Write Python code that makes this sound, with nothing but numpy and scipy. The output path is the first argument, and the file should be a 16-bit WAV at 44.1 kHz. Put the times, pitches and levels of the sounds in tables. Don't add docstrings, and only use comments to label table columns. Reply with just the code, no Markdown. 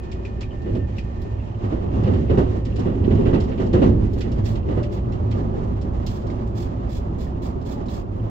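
import sys
import numpy as np
from scipy import signal
from scipy.fft import rfft, irfft, next_fast_len
from scipy.io import wavfile

SR = 44100
rng = np.random.default_rng(int(sys.argv[2]) if len(sys.argv) > 2 else 0)


def wav_out(sig):
    wavfile.write(sys.argv[1], SR, np.round(np.clip(np.atleast_2d(sig).T, -1, 1) * 32767).astype(np.int16))


N = 366012

# time_s, wheel_roar_db, rail_song_db, body_boom_db
RIDE = [(0.0, -36.5, -50, -38.5), (0.58, -35.5, -50, -33.5), (0.74, -28, -50.5, -25.5),
        (0.95, -36, -51.5, -28), (1.52, -36, -48.5, -30), (2.12, -23.5, -40, -19),
        (2.24, -24, -48.5, -26.5), (2.31, -23.5, -41.5, -21), (2.6, -27.5, -46.5, -27),
        (2.75, -30.5, -52, -27), (2.82, -29.5, -44.5, -29), (3.19, -19, -41, -16),
        (3.54, -28.5, -46.5, -33.5), (3.86, -17, -44.5, -16), (4.02, -23, -44.5, -20),
        (4.25, -31, -54, -34.5), (4.32, -27, -46, -21.5), (4.74, -30, -45, -26), (5.6, -28.5, -43.5, -29),
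        (6.05, -32, -45, -27), (6.66, -32, -45, -28.5), (7.86, -31, -45, -34), (8.3, -34, -47, -29)]
# start_s, level_db, t60_s
WHEEL_BLOWS = [(0.659, -19.5, 0.44), (0.749, -18.5, 0.34), (1.249, -29, 0.4), (1.636, -19, 0.36),
               (1.716, -18, 0.78), (2.027, -19.5, 0.37), (2.072, -12, 0.32), (2.135, -17.5, 0.36),
               (2.294, -9.5, 0.34), (2.373, -6, 0.32), (2.783, -15.5, 0.23), (2.854, -12.5, 0.42),
               (3.108, -16, 0.41), (3.255, -9, 0.38), (3.329, -6, 0.33), (3.502, -19, 0.41),
               (3.594, -11.5, 0.27), (3.734, -6.5, 0.46), (3.817, -4, 0.27), (4.159, -21, 0.33),
               (4.239, -18, 0.41), (4.682, -14.5, 0.5), (4.768, -12, 0.24), (5.54, -21, 0.22),
               (7.767, -24.5, 0.28), (8.235, -27, 0.25)]
# pitch_hz, level_db, t60_s
PANEL_MODES = [(380, 5.5, 0.041), (515.8, -9, 0.11), (631, -16.5, 0.16), (860, -18.5, 0.039)]
# time_s, level_db
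TREMBLE_LEVEL = [(0.0, -64), (0.35, -66.5), (0.55, -62.5), (1.31, -67), (1.85, -59), (2.7, -60.5),
                 (3.23, -54.5), (4.16, -65), (4.88, -66), (5.34, -69), (7.93, -68), (8.3, -70)]
# (per Hz, relative)
TOP_SPECTRUM = [(7000, -120), (9000, -37), (10500, -5.5), (12500, -3), (15500, -4.5)]


def from_db(db):
    return 10 ** (np.asarray(db) / 20)


def rms_one(x):
    return x / np.sqrt(np.mean(x ** 2) + 1e-20)


def in_time(rows):
    s, *columns = np.transpose(rows)
    return [np.interp(np.arange(N) / SR, s, column) for column in columns]


def at_hz(points, hz):
    table_hz, table_db = np.array(points)[:, 0], np.array(points)[:, 1]
    return np.interp(np.log(hz + 1), np.log(table_hz + 1), table_db)


def drift(rate_hz):
    step, settle = 40, 2000
    r = np.exp(-2 * np.pi * rate_hz * step / SR)
    white = rng.standard_normal(N // step + settle + 2)
    slow = signal.lfilter([1], [1, -2 * r, r * r], white)[settle:]
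    return np.interp(np.arange(N) / step, np.arange(len(slow)), rms_one(slow))


def noise(spectrum):
    # pitch_hz, left_right_likeness
    likeness = [(60, 0.97), (110, 1), (200, 0.98), (380, 0.29), (700, -0.63), (1290, -0.66), (2380, -0.06),
                (4400, -0.13), (8120, -0.08), (15000, 0.01)]
    # pitch_hz, left_minus_right_db
    balance = [(60, -5), (150, -1.2), (380, -6.5), (950, -2), (2380, -8), (5980, -3.5), (15000, 0.3)]
    size = next_fast_len(N)
    hz = np.arange(size // 2 + 1) * SR / size
    mid, side = rfft(rng.standard_normal((2, size)))
    alike = np.clip(at_hz(likeness, hz), -.95, .995)
    side = side * np.sqrt((1 - alike) / (1 + alike))
    side_gains = from_db(np.outer([.5, -.5], at_hz(balance, hz)))
    colour = from_db(at_hz(spectrum, hz))
    pair = irfft(colour * side_gains * [mid + side, mid - side], size)[:, :N]
    return pair / np.sqrt(np.mean(pair.mean(axis=0) ** 2))


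def decays(times, levels_db, t60s, rise_s):
    power, t = np.zeros(N + SR), np.arange(SR) / SR
    for s, db, t60 in zip(times, levels_db, t60s):
        at = round(s * SR)
        fall = from_db(db - 60 * t / max(t60, .02))
        power[at:at + SR] += (fall * (1 - np.exp(-t / rise_s))) ** 2
    return np.sqrt(power[:N])


def wavering_tone(hz, db, waver_db, rate_hz):
    level = np.sqrt(2) * from_db(db + waver_db * drift(rate_hz))
    return level * np.sin(2 * np.pi * np.cumsum(hz) / SR)


def ring(s, db, hz, t60):
    clicks = np.full(N, 1e-18)
    clicks[np.round(np.multiply(s, SR)).astype(int)] = from_db(db)
    contact = signal.sosfilt(signal.butter(4, 1.25 * hz, fs=SR, output="sos"), clicks)
    r, w = from_db(-60 / (t60 * SR)), 2 * np.pi * hz / SR
    return signal.lfilter([0, np.sin(w)], [1, -2 * r * np.cos(w), r * r], contact)


def struck(modes, s, db, spread_db):
    chance_db = rng.normal(0, spread_db, (len(s), len(modes)))
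    rings = [ring(s, db + mode_db + chance_db[:, k], hz, t60) for k, (hz, mode_db, t60) in enumerate(modes)]
    return sum(rings)


def follows(db, share, fade_db_per_s=0):
    roar_db = in_time(RIDE)[0]
    fade_db = fade_db_per_s * (np.arange(N) - N / 2) / SR
    return db + share * (roar_db - roar_db.mean()) - fade_db


def floor_line():
    # time_s, level_db
    floor_level = [(0, -32.5), (1.0, -33), (1.5, -36), (2.2, -28.5), (2.8, -30), (3.6, -32.5), (4.5, -28),
                   (5.2, -31.5), (5.8, -31.5), (8.3, -34)]
    hz = 58.5 + 1.6 * drift(2.99)
    return wavering_tone(hz, in_time(floor_level)[0], waver_db=1.2, rate_hz=5.3) * from_db([[1], [-1]])


def carriage():
    # (per Hz, relative)
    hum_spectrum = [(10, -39.5), (20, -11), (32, -9.5), (44, -10.5), (58, -6.5), (68, -5.5), (78, -6.5),
                    (90, -18.5), (130, -59.5), (250, -130)]
    boom_spectrum = [(45, -46.5), (70, -12), (84, -1), (98, 1), (112, 1.5), (124, -7), (140, -15.5),
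                     (180, -27), (300, -87), (500, -130)]
    roar_spectrum = [(76, -20.5), (130, -0.5), (134, -6), (156, 1), (178, -2), (215, 1), (275, -2),
                     (295, -12.5), (318, -5.5), (363, -7.5), (450, -14.5), (527, -18), (620, -27),
                     (810, -63), (1360, -120)]
    song_spectrum = [(330, -47.5), (560, 3), (623, -1.5), (678, 0), (808, -4), (912, -5), (1060, -7.5),
                     (1190, -9.5), (1440, -18.5), (1700, -24), (2210, -53.5), (3740, -120)]
    hiss_spectrum = [(710, -29), (1200, -14), (1460, -11), (1830, -5), (2360, -11.5), (2870, -12),
                     (3480, -15), (6860, -23.5), (7720, -26), (8140, -43.5), (8590, -67.5), (12500, -50),
                     (15700, -45)]
    roar_db, song_db, boom_db = in_time(RIDE)
    hum_db = follows(-29, share=0.65)
    hiss_db = follows(-58.5, share=0.45, fade_db_per_s=0.41)
    s, db, _ = np.transpose(WHEEL_BLOWS)
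    jolt = decays(s, db, np.full(len(s), 0.34), rise_s=0.0085)
    shake = drift(10.9)
    bass = from_db(hum_db) * noise(hum_spectrum) + floor_line() + from_db(boom_db) * noise(boom_spectrum)
    roar = from_db(roar_db + 1.1 * shake) * noise(roar_spectrum)
    song_level = np.hypot(from_db(song_db), from_db(-25) * jolt)
    song_level = song_level * from_db(1.2 * shake + 0.51 * drift(13))
    hiss_level = np.hypot(from_db(hiss_db), from_db(-39) * jolt)
    hiss_level = hiss_level * from_db(1.9 * shake + 0.97 * drift(5.0))
    return bass + roar + song_level * noise(song_spectrum) + hiss_level * noise(hiss_spectrum)


def bands():
    # pitch_hz, width_hz, level_db (at mean roar), wander_hz
    hum_bands = [(108.36, 8.1, -34.5, 6.0), (204.6, 30, -43.5, 12.0), (357, 32, -40.5, 12.0),
                 (540, 40, -53.5, 27), (815, 58, -59, 40.0)]
    out = 0
    for hz, width_hz, db, wander_hz in hum_bands:
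        turn = 2 * np.pi * np.cumsum(hz + wander_hz * drift(.8)) / SR
        first, second = (drift(width_hz) * np.sin(turn) + drift(width_hz) * np.cos(turn) for _ in range(2))
        pair = np.array([first, 0.63 * first + 0.35 * second])
        out = out + from_db(db + 2.8 * drift(1.5)) * pair
    return from_db(follows(0, share=.4)) * out


def whine():
    # time_s, level_db
    whine_level = [(0, -61), (.08, -59), (.2, -68), (.33, -62), (.42, -64), (.55, -58.5), (.66, -57),
                   (.73, -69), (.83, -57.5), (.94, -71), (1.03, -60), (1.34, -60), (1.4, -71), (2.4, -70),
                   (2.6, -63.5), (3.2, -68.5)]
    upper_end_s = 1.55
    t, (lower_db,) = np.arange(N) / SR, in_time(whine_level)
    lower_hz = 1803 + 8.5 * t + 4 * drift(25)
    lower = wavering_tone(lower_hz, lower_db, waver_db=3.0, rate_hz=25)
    lower = lower * np.clip((whine_level[-1][0] - t) / 0.48, 0, 1)
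    upper_hz = 2470 + 10 * drift(20)
    upper_db = -65.5 - 3.5 * t
    upper = wavering_tone(upper_hz, upper_db, waver_db=2.0, rate_hz=15)
    upper = upper * np.clip((upper_end_s - t) / .2, 0, 1)
    return (lower + upper) * from_db([[2.2], [-2.2]])


def sizzle():
    return from_db(in_time(TREMBLE_LEVEL)[0] - 24.0 + 2.5 * drift(8)) * noise(TOP_SPECTRUM)


def chatter(per_s=150.):
    # pitch_hz, level_db, t60_s
    part_modes = [(2570, 1.5, 0.017), (2767, -1.5, 0.039), (2990, -1.5, 0.024), (3150, -7, 0.028)]
    sides = []
    for _ in range(2):
        s = np.flatnonzero(rng.random(N) < per_s / SR) / SR
        sizes_db = 1.8 * np.minimum(rng.exponential(1, len(s)), 4)
        sides.append(rms_one(struck(part_modes, s, sizes_db, spread_db=3.5)))
    level_db = in_time(TREMBLE_LEVEL)[0] + 1.5 * drift(5.1)
    return from_db(level_db) * np.array(sides) * from_db([[3.5], [-1.5]])


def squeak(fade_s=.015):
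    # time_s, fundamental_hz, level_db
    squeak_path = [(8.09, 1560, -100), (8.115, 1620, -86), (8.15, 1670, -90), (8.185, 1830, -82),
                   (8.24, 1860, -81), (8.285, 1650, -88)]
    # multiple, level_db, start_s, end_s
    overtones = [(6, -5, 8.16, 8.25), (7, 0, 8.09, 8.29), (8, 2, 8.22, 8.28)]
    t, (hz, db), out = np.arange(N) / SR, in_time(squeak_path), 0
    for multiple, line_db, start, end in overtones:
        gate = np.clip(np.minimum(t - start, end - t) / fade_s, 0, 1)
        out = out + gate * wavering_tone(multiple * hz, db + line_db, waver_db=4.0, rate_hz=60)
    return out


def puffs(rise_s=0.0099, fall_s=0.033):
    # start_s, level_db, held_s
    bursts = [(4.1724, -55.5, 0.025), (4.441, -51.5, 0.072), (4.9094, -56.5, 0.038), (6.0794, -54.5, 0.093),
              (6.458, -59, 0.012), (6.549, -52, 0.076), (6.889, -52.5, 0.085), (7.179, -53, 0.064),
              (7.417, -52, 0.044), (7.645, -53, 0.078), (7.8894, -51.5, 0.08)]
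    # (per Hz, relative)
    air_spectrum = [(1060, -31.5), (1800, 4), (1990, -7), (2220, 0), (3150, -1.5), (3400, 6), (3800, -1),
                    (4200, 2.5), (4400, -1), (4660, 2), (5300, -0.5), (5800, -4), (7200, -1.5), (7990, -8),
                    (8670, -21), (12900, -11.5), (15600, -12.5)]
    grains_per_s, grain_share = 1500., .12
    t, flow = np.arange(N) / SR, np.zeros(N)
    for s, db, held in bursts:
        since = np.maximum(t - s, 0)
        swell = 1 - np.exp(-since / rise_s)
        flow += from_db(db) * swell * np.exp(-np.maximum(since - held, 0) / fall_s)
    grain_sizes = from_db(3.5 * np.minimum(rng.exponential(1, N), 4))
    grains = (rng.random(N) < grains_per_s / SR) * grain_sizes
    crackle = rms_one(signal.lfilter([1], [1, -.97], grains))
    grainy = 1 - grain_share + grain_share * crackle
    return flow * rms_one(grainy) * from_db(2.0 * drift(30)) * noise(air_spectrum)


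def rattles():
    # start_s, level_db, dull_part_db, top_crack_db
    knocks = [(0.0334, -47, -62, -82), (0.1154, -38, -43.5, -74), (0.25, -42, -46, -78),
              (0.408, -34, -40.5, -72), (0.6184, -49, -59, -78), (0.751, -45, -50, -69),
              (0.9662, -46, -51, -69), (0.9827, -38.5, -43, -61), (1.217, -45, -66, -59),
              (2.035, -42, -41, -78), (2.0634, -58, -41, -79), (2.135, -50, -42, -81),
              (2.2967, -51, -39, -87), (2.3792, -37.5, -42, -69), (2.651, -39, -46, -68),
              (2.759, -37.5, -46, -73), (2.7926, -38, -55, -75), (3.0384, -56, -40, -84),
              (3.105, -50, -40, -81), (3.148, -43, -43, -81), (3.2525, -53, -39, -78),
              (3.337, -44, -36, -81), (3.4025, -34.5, -42.5, -66), (3.4371, -42.5, -57, -67),
              (3.5144, -59, -42.5, -77), (3.5754, -49, -43, -73), (3.6634, -43, -54, -73),
              (3.73, -36.5, -38, -64), (3.8177, -51, -38, -77), (4.133, -42.5, -62, -57),
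              (4.207, -32, -36.5, -64), (4.317, -39, -48.5, -81), (4.4558, -35, -42.5, -60),
              (4.554, -41, -44, -75), (4.8296, -38.5, -42, -82), (4.9232, -43, -50, -70),
              (4.971, -49, -49.5, -72), (5.121, -43, -46.5, -88), (5.3106, -39.5, -41.5, -80),
              (5.8132, -41.5, -59, -73), (6.0644, -29.5, -45, -48), (6.2173, -48, -59, -76),
              (6.2674, -43, -63, -81), (6.3, -44, -51, -85), (7.6136, -48, -63, -74),
              (7.8585, -46, -61, -82), (7.883, -44, -50, -69)]
    # (per Hz, relative)
    bright_spectrum = [(1200, -61), (2200, -18.5), (3150, 0.5), (3700, -1.5), (4600, 0.5), (4950, -3),
                       (5380, 0.5), (5750, -5.5), (7600, -8), (8300, -18.5), (9000, -45.5), (12000, -120)]
    dull_spectrum = [(500, -68), (1100, -13), (1750, -6.5), (1950, -0.5), (2200, -5), (2500, -4.5),
                     (2830, -1), (3300, -7.5), (5000, -19.5), (7000, -45.5), (10000, -120)]
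    # pitch_hz, level_db, t60_s
    fitting_modes = [(3770, -14.5, 0.02), (4030, -8.5, 0.02), (4730, -13.5, 0.03), (5360, -11.5, 0.04),
                     (6930, -14.5, 0.02)]
    s, db, dull_db, crack_db = np.transpose(knocks)
    same = np.ones(len(s))
    tick = decays(s, db - 10, .13 * same, rise_s=0.0034) * noise(bright_spectrum)
    tock = decays(s, dull_db - 1.5, .144 * same, rise_s=0.0045) * noise(dull_spectrum)
    crack = decays(s, crack_db, .06 * same, rise_s=.001) * noise(TOP_SPECTRUM)
    fitting = struck(fitting_modes, s, db - 1.5, spread_db=0.0) * from_db([[2.5], [-2.5]])
    return tick + tock + crack + fitting


def clanks():
    # start_s, level_db, pitch_hz, t60_s
    metal_parts = [(.118, -46, 2450, 0.07), (.2515, -33.5, 2470, 0.085), (.432, -36.5, 2470, 0.085),
                   (.509, -44.5, 3020, 0.1), (.752, -50, 2950, .1), (.984, -34, 2490, 0.08),
                   (.983, -37, 2780, 0.054), (1.4, -45.5, 2720, 0.087), (2.073, -18.5, 512, 0.13),
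                   (2.312, -20.5, 533, .1), (2.379, -19.5, 534, .1), (3.334, -44, 2950, 0.16),
                   (4.524, -30, 570, .25), (4.774, -21, 489, 0.092), (4.82, -25.5, 587, 0.45),
                   (5.54, -32, 797, 0.22), (6.301, -40, 2130, 0.03), (7.268, -45, 1800, .07),
                   (7.77, -33, 844, .18), (7.885, -39.5, 3920, 0.037)]
    out = 0
    for s, db, hz, t60 in metal_parts:
        near_db = db - (10.5 if hz < 1000 else 0)
        out = out + ring(s, db - 4.5, hz, t60)
        out = out + ring(s + 0.0054, near_db - 8.5, .955 * hz, .9 * t60)
        out = out + ring(s, near_db - 6, 1.035 * hz, .7 * t60)
        out = out + ring(s + .002, db - 21, hz, 2.5 * t60)
    return out * from_db([[2.5], [-2.5]])


def bumps(per_s=14.):
    sides = []
    for _ in range(2):
        s = np.flatnonzero(rng.random(N) < per_s / SR) / SR
        sides.append(struck(PANEL_MODES, s, np.full(len(s), 0.5), spread_db=3.5))
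    return from_db(in_time(RIDE)[0]) * np.array(sides) * from_db([[1.5], [-1.5]])


def clatter():
    # pitch_hz, level_db, t60_s
    wheel_modes = [(486, 6.5, 0.083), (820, -1.5, 0.051), (1247, -2.5, .07), (1560, -7.5, .06),
                   (1952, -5, 0.083), (2650, -8.5, .07), (2870, -7.5, .09), (3670, -13, .05)]
    spacing_s, loss_db = .011, 2.5
    s, db, _ = np.transpose(WHEEL_BLOWS)
    touch = np.arange(5)
    uneven = rng.uniform(0, .8, (len(s), 5)) * (touch > 0)
    times = s[:, None] + spacing_s * (touch + uneven)
    levels_db = db[:, None] - 33 - loss_db * touch
    near, far = (struck(wheel_modes, times.ravel(), levels_db.ravel(), spread_db=4.5) for _ in range(2))
    return np.array([near + .4 * far, .6 * far - .4 * near])


def joints():
    # (per Hz, relative)
    thud_spectrum = [(59, -35.5), (100, 1.5), (250, -2), (295, -2.5), (353, 0), (429, -7.5), (531, -12.5),
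                     (973, -34), (1970, -38), (2350, -48.5), (2820, -40.5), (5000, -58.5), (6500, -83.5),
                     (11000, -120)]
    s, db, t60 = np.transpose(WHEEL_BLOWS)
    knock = struck(PANEL_MODES, s, db - 14.5, spread_db=5.5)
    thud = decays(s, db - 5, t60, rise_s=0.006) * noise(thud_spectrum)
    return thud + knock * from_db([[2.5], [-4.0]])


def scene():
    running = carriage() + bands() + joints() + clatter() + bumps()
    return running + chatter() + sizzle() + rattles() + clanks() + puffs() + whine() + squeak()


def record(dry):
    cutoff_hz = 15780
    rounded = 1.6 * np.tanh(dry / 1.6)
    return signal.sosfilt(signal.ellip(12, .5, 90, cutoff_hz, fs=SR, output="sos"), rounded)


dry = scene()
out = record(dry)
wav_out(out)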